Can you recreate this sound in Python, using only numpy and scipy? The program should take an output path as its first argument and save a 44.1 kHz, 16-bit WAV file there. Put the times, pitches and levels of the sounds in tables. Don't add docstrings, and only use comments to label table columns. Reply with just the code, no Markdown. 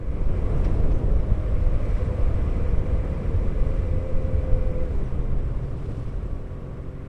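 import sys
import numpy as np
from scipy import signal
from scipy.io import wavfile
from scipy.ndimage import uniform_filter1d

SR = 44100
rng = np.random.default_rng(int(sys.argv[2]) if len(sys.argv) > 2 else 0)


def to_wav(s):
    ch = np.atleast_2d(s).T
    pcm = np.round(np.clip(ch, -1, 1) * 32767)
    wavfile.write(sys.argv[1], SR, pcm.astype(np.int16))


N = 312228

# (time [s], crank speed [turns/s])
CRANK_SPEED = [(0.0, 46.4), (0.55, 46.5), (0.95, 52.4), (1.15, 51.6), (2.4, 48.2), (2.8, 46.3),
               (3.86, 44.2), (3.96, 43), (4.07, 43.9), (4.58, 42.8), (4.65, 43.5), (4.74, 42.1),
               (4.82, 43.1), (4.89, 41.2), (4.94, 33.4), (5.07, 32.2), (5.2, 27.5), (5.32, 24.4),
               (5.55, 22.8), (7.08, 22.5)]
# (time [s], effort [dB])
ENGINE_EFFORT = [(0.0, -6), (0.55, -5), (1.0, -2.5), (1.3, 0), (2.3, -5), (2.7, -5.5), (3.1, 1),
                 (3.5, -0.5), (3.9, 3), (4.0, 3.5), (4.45, 6), (4.85, 4), (4.92, 3), (4.98, 4), (5.1, -1),
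                 (5.35, -1), (5.55, 0.5), (6.3, -0.5), (6.7, -1), (7.08, -0.5)]
LOUD_ORDERS = (2, 4, 6, 10, 12, 3, 8, 17)
# (level in gear [dB], level at idle [dB], share of the effort it follows)
ORDER_LEVELS = [(-36, -46, 0.46), (-46.5, -45, 0.54), (-50, -41, 0.51), (-49, -56, 0.42),
                (-48.5, -51, 1.43), (-46.5, -45, 0.27), (-54, -52, 0.2), (-76, -52, 1.2)]
# (multiple of crank speed, level relative to order 10 [dB])
UNEVEN_ORDERS = [(5, -9), (7, -11.5), (11, -3.5), (14, -2), (22, -7)]
# (corner [Hz], slope [dB per octave])
SILENCER = (560, 60)
# (frequency [Hz], width [Hz], boost [dB])
EXHAUST_PIPE = (505, 50, 3)
IN_GEAR_HZ, IDLE_HZ = 40, 24

# (time [s], buffeting [dB], air roar [dB], tyre rush [dB], treble hiss [dB])
RIDE_LEVELS = [(0.0, -31.5, -40.5, -56, -71), (0.15, -20.5, -36.5, -51.5, -66.5),
               (0.6, -19, -30, -49, -68.5), (1.0, -16.5, -31, -49.5, -65.5), (1.5, -22, -35, -48, -63.5),
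               (2.3, -20, -33, -46.5, -62), (3.2, -18, -33.5, -47.5, -63.5), (4.0, -24, -35, -50, -64),
               (4.9, -22, -35.5, -50, -64.5), (5.35, -23.5, -37, -50.5, -67), (5.9, -28.5, -37, -52.5, -66),
               (6.35, -28.5, -40.5, -53.5, -68), (6.6, -36, -40, -53, -69.5), (7.08, -35, -46, -54, -71)]
# (time [s], level change [dB], width [s])
GUSTS = [(.28, 2.5, 0.042), (.37, 2, 0.033), (.5, -8, 0.049), (.75, 5, 0.03), (.83, 3.5, 0.04),
         (.94, 0.5, 0.041), (1.01, -18, 0.071), (1.15, 2, 0.062), (1.25, -7.5, 0.06), (1.32, 16, 0.014),
         (1.44, -4, 0.098), (1.58, 5.5, 0.078), (1.68, 8.5, 0.068), (1.76, 10, 0.03), (2.13, -7, 0.083),
         (2.2, 7.5, 0.1), (2.3, 7.5, 0.064), (2.54, -5.5, 0.025), (2.77, 4, 0.053), (2.85, -7.5, .05),
         (3.0, -9, 0.025), (3.2, -9.5, 0.15), (3.4, 4, 0.033), (3.55, -5.5, 0.041), (3.62, 6.5, 0.032),
         (4.14, 3, 0.25), (4.3, -4, 0.067), (4.48, -7.5, 0.068), (4.54, 17, 0.024), (4.89, -14.5, 0.032),
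         (5.11, -7.5, 0.019), (5.33, 7, 0.15), (6.42, 3.5, 0.055)]
# (time [s], level change [dB], width [s])
SWELLS = [(2.5, -1.5, 1), (3.2, -1.5, .5), (4.4, 2.5, 1), (5.8, -2, .6)]
# (time alongside [s], hiss lift [dB], width [s])
CAR_PASSES = [(.6, 6.5, 0.67), (1.93, 2, 0.3), (3.75, 2, 0.26), (5.0, .5, 0.17), (5.95, 2.5, 0.35)]
# (frequency [Hz], relative level [dB])
BUFFET_COLOUR = [(5.9, -31), (10, 5), (22, 3), (41, -3.5), (92, -12), (119, -26.5), (250, -31.5),
                 (320, -43.5), (550, -120)]
ROAR_COLOUR = [(59, -36.5), (100, -3.5), (119, 1.5), (231, -11), (463, -10.5), (509, -12), (801, -25.5),
               (1000, -27.5), (1300, -64), (2200, -120)]
RUSH_COLOUR = [(380, -16), (650, -1.5), (823, -15), (1130, -6), (1720, -12.5), (2310, -15), (2930, -23),
               (4000, -32), (5200, -57), (8800, -120)]
HISS_COLOUR = [(1650, -21), (2800, -3.5), (4530, -10), (5640, -10), (6500, -15), (7920, -13), (10500, -19),
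               (11600, -32.5), (13000, -60.5)]
RASP_COLOUR = [(700, -2), (1500, 6), (2300, 8), (3300, -3), (5900, -2), (6800, -17), (8800, -12),
               (10500, -27), (12000, -45)]
# (frequency [Hz], width [Hz], boost [dB])
HOUSING = [(470, 95, -0.5), (1083, 250, 3.5), (4160, 200, 0.5), (5300, 100, 1), (7860, 650, 1.5)]
DEEP_SPLIT_HZ = 45
DEEP_DB, DEEP_PER_GUST_DB = -2, 0.5
LUMPS_PER_S, LUMP_DB, DEEP_LUMP_DB = 30, 2.5, 2.5
SHAKE_DB = 2
HEADROOM = 0.38
ROAR_PER_GUST_DB, RUSH_PER_PASS_DB = 0.04, 0.5

# (time [s], low howl [dB], high howls [dB])
HOWL_LEVELS = [(0, -62, -58), (.4, -62, -53), (1.1, -69, -73), (1.8, -44, -50), (2.2, -41.5, -54),
               (2.5, -51, -49.5), (2.85, -44, -52), (3.3, -52.5, -52), (4, -44.5, -52.5), (4.8, -50, -53),
               (5.2, -69, -64), (7.08, -51, -82)]
# (frequency [Hz], width [Hz])
LOW_HOWL = (506, 22.3)
# (frequency [Hz], width [Hz], relative level [dB])
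HIGH_HOWLS = [(2020, 62, -10.5), (2318, 270, -9.5), (1595, 37, -21)]

# (time [s], level [dB], frequency [Hz], time to fall 60 dB [s])
SQUEAKS = [(.927, -63, 6230, .35), (.558, -65, 8000, 0.065), (.572, -63, 8000, .06),
           (5.056, -61, 5850, .08), (5.225, -66, 5900, .08)]
# (time [s], level [dB], length [s])
RASPS = [(0.641, -47, 0.022), (.657, -57.5, .035), (0.906, -57, 0.026), (1.885, -61, 0.03),
         (5.63, -65, 0.03)]
# (time [s], length [s], first pitch [Hz], last pitch [Hz], level [dB])
WHINES = [(4.2, .55, 1475, 1478, -65), (2.12, .5, 668, 655, -52), (6.05, .9, 1135, 1129, -63),
          (4.75, 1.55, 131, 109, -39), (1.78, .52, 4224, 4198, -78), (5.74, .26, 4140, 4200, -80),
          (5.98, .06, 4205, 4165, -75)]

FLOOR_DB, EDGE_HZ = -78.5, 14280


def gain_of(db):
    return 10 ** (np.asarray(db) / 20)


def unit_rms(x):
    return x / np.sqrt(np.mean(x ** 2) + 1e-20)


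def smooth_twice(x, size):
    return uniform_filter1d(uniform_filter1d(x, size=size), size=size)


def curves(rows):
    times, *columns = np.transpose(rows)
    return [np.interp(np.arange(N) / SR, times, column) for column in columns]


def bumps(rows):
    t = np.arange(N) / SR
    return sum(db * np.exp(-(2 * (t - centre) / width) ** 2) for centre, db, width in rows)


def resonance_db(hz, peak_hz, width_hz, boost_db):
    return boost_db / (1 + (2 * (hz - peak_hz) / width_hz) ** 2)


def add(mix, start, sound):
    part = mix[round(start * SR):][:len(sound)]
    part += sound[:len(part)]


def wander(hz):
    knots = rng.standard_normal(int(N / SR * 60) + 2)
    knots = uniform_filter1d(knots, max(1, round(30 / hz)))
    return unit_rms(np.interp(np.arange(N) / SR * 60, np.arange(len(knots)), knots))


def noise(colour, patchy_db, flicker_db, size=1024):
    hop = size // 4
    hz = np.fft.rfftfreq(size, 1 / SR)
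    frames = N // hop + 5
    real, imaginary, patches = rng.standard_normal((frames, len(hz), 3)).T
    patches = uniform_filter1d(patches, size=9, axis=0)
    patches = unit_rms(uniform_filter1d(patches, size=10, axis=1))
    flicker = unit_rms(uniform_filter1d(rng.standard_normal(frames), size=4))
    colour_hz, colour_db = np.transpose(colour)
    shape_db = np.interp(np.log(hz + 1), np.log(colour_hz + 1), colour_db, left=-90, right=-90)
    shape_db += sum(resonance_db(hz, *resonance) for resonance in HOUSING)
    level_db = shape_db[:, None] + patchy_db * patches + flicker_db * flicker
    spectra = (real + 1j * imaginary) * gain_of(level_db)
    return unit_rms(signal.istft(spectra, nperseg=size, noverlap=size - hop)[1][:N])


def butter_filter(x, order, edge_hz, kind):
    return signal.sosfilt(signal.butter(order, edge_hz, kind, fs=SR, output="sos"), x)


def engine():
    speed, = curves(CRANK_SPEED)
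    effort_db, = curves(ENGINE_EFFORT)
    geared = np.clip((speed - IDLE_HZ) / (IN_GEAR_HZ - IDLE_HZ), 0, 1)
    hunting = 0.002 + 0.007 * (1 - geared)
    turns = np.cumsum(speed * (1 + hunting * wander(5) + 0.005 * wander(20))) / SR
    levels_db = [idle + (gear - idle) * geared + share * effort_db for gear, idle, share in ORDER_LEVELS]
    orders = list(zip(LOUD_ORDERS, levels_db))
    order_10_db = levels_db[3]
    corner_hz, slope_db = SILENCER
    for k, relative_db in UNEVEN_ORDERS:
        octaves_above = np.maximum(np.log2(k * speed / corner_hz), 0)
        orders.append((k, order_10_db + relative_db - slope_db * octaves_above))
    tones = np.zeros(N)
    for k, db in orders:
        pipe_db = resonance_db(k * speed, *EXHAUST_PIPE)
        unsteady_db = 0.7 * wander(3) + 1.2 * wander(14)
        sine = np.cos(2 * np.pi * (k * turns + rng.random()))
        tones += gain_of(db + pipe_db + unsteady_db) * sine
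    return np.sqrt(2) * tones, turns


def buffeting(turns):
    gust_db = bumps(GUSTS)
    shake_db = SHAKE_DB * np.cos(np.pi * turns)
    level_db = curves(RIDE_LEVELS)[0] + gust_db + bumps(SWELLS) + shake_db
    lumps = noise(BUFFET_COLOUR, patchy_db=0.5, flicker_db=0.6, size=4096)
    deep = butter_filter(lumps, 3, DEEP_SPLIT_HZ, "low")
    flutter = butter_filter(lumps, 3, DEEP_SPLIT_HZ, "high")
    thumps = wander(LUMPS_PER_S)
    deep = deep * gain_of(DEEP_LUMP_DB * thumps)
    flutter = flutter * gain_of(LUMP_DB * (0.62 * thumps + 0.67 * wander(LUMPS_PER_S)))
    share = np.minimum(gain_of(DEEP_DB + DEEP_PER_GUST_DB * gust_db), 0.95)
    both = share * unit_rms(deep) + np.sqrt(1 - share * share) * unit_rms(flutter)
    swing = abs(smooth_twice(both ** 2, 2000)) + 0.05
    drift = abs(smooth_twice(both ** 2, 9000)) + 0.05
    steadied = unit_rms(both / swing ** 0.17 / drift ** 0.32)
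    return HEADROOM * np.tanh(gain_of(level_db) * steadied / HEADROOM)


def air(turns):
    _, roar_db, rush_db, hiss_db = curves(RIDE_LEVELS)
    throb = np.cos(2 * np.pi * turns) + 0.44 * np.cos(np.pi * turns)
    pass_db = bumps(CAR_PASSES)
    roar_db = roar_db + ROAR_PER_GUST_DB * bumps(GUSTS) + 0.87 * throb
    rush_db = rush_db + RUSH_PER_PASS_DB * pass_db + 0.3 * throb
    hiss_db = hiss_db + pass_db + 0.18 * throb
    roar = gain_of(roar_db) * noise(ROAR_COLOUR, patchy_db=0.3, flicker_db=0.77, size=2048)
    rush = gain_of(rush_db) * noise(RUSH_COLOUR, patchy_db=0.9, flicker_db=0.55)
    hiss = gain_of(hiss_db) * noise(HISS_COLOUR, patchy_db=1.0, flicker_db=0.66, size=512)
    return roar + rush + hiss


def howl_band(hz, width_hz):
    edges_hz = [hz - width_hz / 2, hz + width_hz / 2]
    return unit_rms(butter_filter(rng.standard_normal(N), 2, edges_hz, "band"))


def howls():
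    low_db, high_db = curves(HOWL_LEVELS)
    low = howl_band(*LOW_HOWL)
    high = sum(gain_of(db) * howl_band(hz, width_hz) for hz, width_hz, db in HIGH_HOWLS)
    return gain_of(low_db) * low + gain_of(high_db) * high


def squeaks():
    out = np.zeros(N)
    t = np.arange(SR // 4) / SR
    onset = 1 - np.exp(-t / 0.0019)
    throb = 1 + 0.35 * np.cos(2 * np.pi * 62 * t)
    for start, db, hz, t60 in SQUEAKS:
        ring = np.sin(2 * np.pi * hz * t * (1 - 0.053 * t))
        add(out, start, gain_of(db - 60 * t / t60) * ring * onset * throb)
    return out


def rasps():
    out = np.zeros(N)
    grit = noise(RASP_COLOUR, patchy_db=1.0, flicker_db=0.5, size=256)
    grain = unit_rms(smooth_twice(rng.standard_normal(N), 60))
    grit = grit * gain_of(1.8 * grain)
    for start, db, length in RASPS:
        puff = signal.windows.tukey(round(length * SR), 0.5)
        add(out, start, gain_of(db) * puff * grit[round(start * SR):][:len(puff)])
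    return out


def whines():
    out = np.zeros(N)
    for start, length, first_hz, last_hz, db in WHINES:
        size = round(length * SR)
        hz = np.linspace(first_hz, last_hz, size) * (1 + 0.0058 * wander(15)[:size])
        tone = np.sqrt(2) * np.sin(2 * np.pi * np.cumsum(hz) / SR)
        level = gain_of(db + 3.0 * wander(25)[:size])
        add(out, start, level * tone * signal.windows.tukey(size, 0.4))
    return out


def scene():
    tones, turns = engine()
    wind = buffeting(turns) + air(turns) + howls()
    return (tones + wind + squeaks() + rasps() + whines())[None]


def record(dry):
    noisy = dry + gain_of(FLOOR_DB) * rng.standard_normal(dry.shape)
    coupled = butter_filter(noisy, 1, 6, "high")
    faded = coupled * np.minimum(np.arange(N)[::-1] / (0.008 * SR), 1)
    band_limit = signal.firwin(511, EDGE_HZ, window=("kaiser", 9), fs=SR)
    return signal.oaconvolve(faded, band_limit[None], "same")


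dry = scene()
out = record(dry)
to_wav(out)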